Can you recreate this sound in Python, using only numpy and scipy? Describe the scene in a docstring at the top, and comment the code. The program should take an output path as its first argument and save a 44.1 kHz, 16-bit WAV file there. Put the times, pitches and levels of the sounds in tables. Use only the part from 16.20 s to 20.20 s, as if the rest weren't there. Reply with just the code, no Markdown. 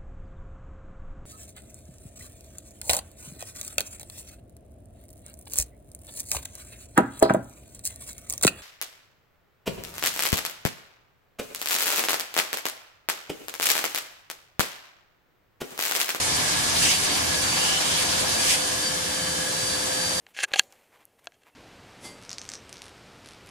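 """A hand dryer built into a washbasin blows a broad air jet in a small tiled restroom.
A hand moves in the jet, cutting it into bright hiss and cupping it into a hollow note. The turbine
hums at its shaft rate and whistles at its blade rate; housing, duct and basin ring in the air stream
over a gusty rumble. Then the hand withdraws and the listener steps back."""
import sys
import numpy as np
from scipy import signal
from scipy.fft import rfft, irfft
from scipy.io import wavfile
from scipy.ndimage import map_coordinates

SR = 44100
rng = np.random.default_rng(int(sys.argv[2]) if len(sys.argv) > 2 else 0)


def put_to_file(sound):
    """Save the sound as 16-bit audio at rate SR, in the file named by the first command-line argument."""
    columns = np.atleast_2d(sound).T  # one column per channel
    safe = np.clip(columns, -1, 1)
    whole_steps = np.round(safe * 32767)
    wavfile.write(sys.argv[1], SR, whole_steps.astype(np.int16))


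N = 176400
T = np.arange(N) / SR
FREQS = np.arange(N // 2 + 1) * SR / N

# Air washing over hand and basin. Each row: time in seconds, level in dB.
WASH_LEVEL_DB = [(0, -28.5), (.5, -27.5), (.8, -30), (.95, -27), (1.1, -28.5), (1.45, -26), (1.62, -28.5),
                 (1.78, -28.5), (1.92, -27.5), (2.2, -30), (2.42, -37.5), (2.75, -34.5), (4, -49)]


def air_jet():
    """Turbulence of the free jet, of its wash over the hand and of the fingers cutting it."""
    # Free jet as the listener moves. Each row: time in seconds, level in dB.
    jet_level_db = [(0, -25.5), (1.2, -26.5), (2.3, -24.5), (2.65, -27), (2.8, -28), (3.25, -27.5),
                    (3.5, -26.5), (4, -26.5)]
    # Spectra of free jet, wash and cut jet. Each row: frequency in Hz, relative density in dB.
    jet_spectrum = [(150, -17), (300, -2), (650, 2), (1000, -2), (1400, -2.5), (2400, -3.5), (3500, -1.5),
                    (5500, 0.5), (8300, -0.3), (9500, -0.5), (11200, -5), (12000, -14), (15000, -14)]
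    wash_spectrum = [(30, -13), (70, 0.5), (130, -2.5), (330, 2.5), (500, -4), (750, 1.5), (1500, -0.5),
                     (2200, 1), (3100, 0.5), (4500, 2), (7500, -2), (11000, -11), (15000, -16)]
    cut_spectrum = [(600, -5.5), (1400, -20), (1950, 5.5), (2800, 9.5), (3800, 5.5), (5000, 8.5),
                    (6600, 6.5), (8500, 7.5), (11000, 1), (13000, -10), (15000, -5)]
    jet = undb(curve(jet_level_db) + .12 * wander(rate_hz=9.8))
    wash = undb(curve(WASH_LEVEL_DB) + wander(rate_hz=42))
    layers = [(colour(jet_spectrum), jet),
              (colour(wash_spectrum), wash),
              (colour(cut_spectrum), finger_cuts())]
    return hand_shimmer(restroom(layers))


def finger_cuts():
    """Envelope of the spluttering hiss where the hand cuts the jet near the slot."""
    # Each row: start in seconds, end in seconds, level in dB.
    cuts = [(0.603, 0.712, -22.5), (0.75, 0.748, -26), (0.846, 0.852, -25.5), (1.43, 1.557, -33.5),
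            (1.763, 1.824, -26.5), (2.266, 2.351, -22.5)]
    # A finger's edge crosses the slot. Each row: time in seconds, peak in dB.
    spurts = [(0.627, -31), (0.649, -31), (0.696, -35), (0.71, -34), (2.304, -30), (2.338, -33)]
    held = sum(undb(db) * gesture(start_s, end_s) for start_s, end_s, db in cuts)
    return (held + swells(spurts, width_s=.008)) * undb(1.3 * wander(rate_hz=60))


def hand_shimmer(hiss):
    """The moving hand recolours the hiss: half-octave bands drift in level, more in a strong wash."""
    band_position = np.clip(2 * np.log2((FREQS + 1) / 500), 0, 10)
    spectrum = rfft(hiss)
    wash_db = curve(WASH_LEVEL_DB)
    depth_db = 1.5 * undb(wash_db - wash_db.max())
    bands = (irfft(spectrum * np.maximum(1 - abs(band_position - k), 0), N) for k in range(11))
    return sum(band * undb(depth_db * wander(rate_hz=21)) for band in bands)


def cupped_palm():
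    """The palm's cavity rings with a hollow note that rises as the hand turns in the jet."""
    # Each row: start and end in seconds, pitch at start and at end in Hz, width in Hz, level in dB.
    cups = [(0.635, 0.648, 1880, 1960, 90, -35), (0.65, 0.71, 2880, 2960, 220, -40),
            (1.44, 1.588, 2914, 3030, 210, -29), (1.65, 1.801, 3100, 3200, 550, -32)]
    notes = np.zeros((2, N))
    for start_s, end_s, from_hz, to_hz, width_hz, db in cups:
        glide_hz = (to_hz - from_hz) * np.clip((T - start_s) / max(end_s - start_s, .01), -1, 1)
        rings = signal.hilbert([noise(resonance(from_hz, width_hz)) for _ in range(2)])
        gliding = np.real(rings * np.exp(2j * np.pi * np.cumsum(glide_hz) / SR))
        notes += gliding * undb(db) * gesture(start_s, end_s)
    return notes


def turbine():
    """Shaft harmonics; the ninth is the blade whistle, swelling and fading among tile reflections."""
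    # Harmonic levels. Each row: time in seconds, level in dB.
    hum_db = [(0, -45.5), (.9, -65), (1.15, -42), (1.6, -44), (1.95, -40.5), (2.4, -41), (2.9, -40),
              (4, -39.5)]
    whistle_db = [(0, -55), (.15, -35), (.27, -48), (.38, -40), (.5, -47), (.69, -40), (.745, -32),
                  (.8, -42), (.91, -35), (1.0, -38), (1.1, -45), (1.24, -33), (1.46, -34), (1.54, -50),
                  (1.9, -37.5), (2.12, -40), (2.2, -32), (2.28, -45), (2.41, -37), (2.52, -44), (2.61, -39),
                  (2.67, -28.5), (2.75, -52), (2.85, -46), (2.96, -39), (3.08, -37), (3.24, -43.5),
                  (3.39, -37.5), (3.49, -32.5), (3.64, -40), (3.79, -35.5), (3.88, -32.5), (4, -34.5)]
    octave_db = [(0, -50), (1.2, -47), (1.8, -45.5), (2.2, -49.5), (2.65, -49), (2.85, -60), (4, -53)]
    whine_db = [(0, -47), (2.3, -52), (2.45, -44), (2.7, -42), (2.81, -51), (2.97, -39), (3.22, -42),
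                (3.4, -62), (3.65, -43), (4, -49)]
    shaft_hz = (515 + .25 * T) * (1 + .0003 * wander(rate_hz=2.8))
    shaft_rad = 2 * np.pi * np.cumsum(shaft_hz) / SR

    def harmonic(level_db, order, waver, pan_left_db, right_lag_rad):
        """One tone, scattered by the moving air separately in each channel."""
        scatter = np.array([1 + waver * (wander(35) + 1j * wander(41)) for _ in range(2)])
        phase_rad = np.array([order * shaft_rad, order * shaft_rad - right_lag_rad])
        tone = np.real(scatter * np.exp(1j * phase_rad))
        return unit_rms(tone * pan(pan_left_db)) * undb(curve(level_db))

    return (harmonic(hum_db, order=1, waver=.05, pan_left_db=8, right_lag_rad=1.3)
            + harmonic(whistle_db, order=9, waver=.3, pan_left_db=0, right_lag_rad=.9)
            + harmonic(octave_db, order=2, waver=.16, pan_left_db=18, right_lag_rad=1)
            + harmonic(whine_db, order=6, waver=.41, pan_left_db=8, right_lag_rad=1))


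def housing():
    """Air rings the blower housing; one strong mode swells now and then."""
    # Each row: frequency in Hz, width in Hz, level in dB.
    modes = [(949, 29, -53.5), (1145, 66, -49), (1586, 32, -45), (1678, 34, -43.5), (1728, 66, -43.5),
             (3500, 58, -45.5)]
    # Swells of the fourth mode. Each row: time in seconds, peak in dB.
    mode_swells = [(0.34, -39), (1.13, -37), (1.5, -40), (2.2, -40), (2.7, -44.5), (3.23, -40), (3.76, -45)]
    rings = np.array([ringing(modes), ringing(modes)])
    hz, width_hz, _ = modes[3]
    surge = noise(resonance(hz, width_hz)) * swells(mode_swells, width_s=.081)
    return (rings + surge) * undb(wander(rate_hz=21))


def duct_drone():
    """Low resonances of duct and basin, nearly alike in both channels."""
    # Each row: frequency in Hz, width in Hz, level in dB.
    modes = [(81, 9.8, -49.5), (117.4, 21, -51), (168.7, 22, -45.5), (224.5, 15, -51.5), (293.2, 24, -46.5),
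             (370, 17, -53.5)]
    mid, side = ringing(modes), .13 * ringing(modes)
    return np.array([mid + side, mid - side]) * pan(left_db=-.5)


def buffet():
    """Gusty rumble of the air stream."""
    # Each row: frequency in Hz, relative density in dB.
    rumble_spectrum = [(20, -24), (40, -12), (65, 1.5), (85, 9), (140, 3.5), (300, -19), (800, -45)]
    # Each row: time in seconds, level in dB.
    rumble_db = [(0, -44), (.17, -39.5), (.27, -51), (.42, -36.5), (.75, -46.5), (.9, -58), (1, -46),
                 (1.18, -42), (1.29, -40.5), (1.45, -55), (2.1, -44.5), (2.7, -60), (3.25, -69),
                 (3.42, -42), (3.7, -55), (4, -50)]
    gusts_db = 1.1 * wander(rate_hz=6)
    mid, side = noise(colour(rumble_spectrum)), .31 * noise(colour(rumble_spectrum))
    return np.array([mid + side, mid - side]) * undb(curve(rumble_db) + gusts_db)


def restroom(layers):
    """Noise from (spectral gain, envelope) layers, heard direct, reflected and as a diffuse field."""
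    # Direct sound. Each row: time in seconds, lag of the right channel in ms.
    right_lag_ms = [(0, 0.43), (.6, 0.31), (2.4, 0.31), (3, 0.47), (4, 0.48)]
    # Echoes off basin, lid and tiles. Each row: left and right base delay in ms, gain in dB.
    echoes = [(1.25, 1.5, -9), (2.3, 2.0, -10.5), (4.1, 4.9, -6), (7.4, 6.2, -6), (11.3, 12.2, 0),
              (16.5, 15.4, -3)]
    # The listener sways and steps back. Each row: time in seconds, factor on the echo delays.
    path_stretch = [(0, 1.11), (1, 1.07), (2.3, 1.024), (2.8, 1.12), (4, 1.165)]
    t60_s, diffuse_db = .091, 5.5
    power_decay = np.exp(-np.log(1e6) / (t60_s * SR))
    source = sum(noise(gain) * envelope for gain, envelope in layers)
    stretch = curve(path_stretch)

    def delayed(ms):
        return map_coordinates(source, [(T - ms / 1000) * SR], order=3, mode="mirror", prefilter=False)

    def linger(envelope):
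        power, _ = signal.lfilter([1 - power_decay], [1, -power_decay], envelope ** 2,
                                  zi=[envelope[0] ** 2])
        return np.sqrt(power)

    direct = np.array([delayed(0), delayed(curve(right_lag_ms))])
    reflected = sum(undb(db) * np.array([delayed(left_ms * stretch), delayed(right_ms * stretch)])
                    for left_ms, right_ms, db in echoes)
    diffuse = sum(np.array([noise(gain), noise(gain)]) * linger(envelope) for gain, envelope in layers)
    return unit_rms(direct + reflected + undb(diffuse_db) * diffuse) * np.std(source)


def gesture(start_s, end_s, attack_s=.059, release_s=.011):
    """Envelope of the hand: eases in before start_s, slips out after end_s."""
    return np.exp(np.minimum(T - start_s, 0) / attack_s - np.maximum(T - end_s, 0) / release_s)


def swells(rows, width_s):
    """Bell-shaped envelopes from (s, dB) rows."""
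    return sum(undb(db) * np.exp(-((T - at_s) / width_s) ** 2) for at_s, db in rows)


def ringing(modes):
    """Resonances driven by turbulence."""
    return sum(undb(db) * noise(resonance(hz, width_hz)) for hz, width_hz, db in modes)


def resonance(hz, width_hz):
    """Spectral gain of a steep-skirted resonance."""
    return 1 / (1 + ((FREQS ** 2 - hz ** 2) / ((FREQS + 1) * width_hz * np.pi / 2)) ** 2)


def colour(rows):
    """Spectral gain from (Hz, dB) rows."""
    hz, db = np.array(rows, float).T
    return undb(np.interp(np.log(FREQS + 1), np.log(hz), db))


def noise(gain):
    """Noise shaped by a spectral gain, rms 1."""
    return unit_rms(irfft(rfft(rng.standard_normal(N)) * gain, N))


def wander(rate_hz):
    """Smooth random drift, rms 1."""
    return noise(np.exp(-(FREQS / rate_hz) ** 2))


def curve(rows):
    """Straight lines through (s, value) rows."""
    return np.interp(T, *np.array(rows, float).T)


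def pan(left_db):
    """Channel gains, left over right by left_db."""
    return undb([[left_db / 2], [-left_db / 2]])


def undb(db):
    return 10 ** (np.asarray(db) / 20)


def unit_rms(x):
    return x / np.sqrt(np.mean(x ** 2))


def scene():
    """Jet and hand over the dryer's tones, resonances and rumble."""
    return air_jet() + cupped_palm() + housing() + turbine() + duct_drone() + buffet()


def record(dry):
    """Opposite colouring of the two channels, then a steep low-pass."""
    # Each row: frequency in Hz, left over right in dB.
    balance_db = [(60, 0.5), (200, -3), (370, -2), (690, 2), (1270, 2.5), (2330, -3), (4300, 1.5),
                  (7910, -1), (11000, -2), (14000, 1)]
    cutoff_hz = 15000
    tilt = np.sqrt(colour(balance_db))
    stereo = irfft(rfft(dry) * np.array([tilt, 1 / tilt]), N)
    return signal.sosfilt(signal.ellip(10, .2, 80, cutoff_hz, fs=SR, output="sos"), stereo)


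dry = scene()
out = record(dry)
put_to_file(out)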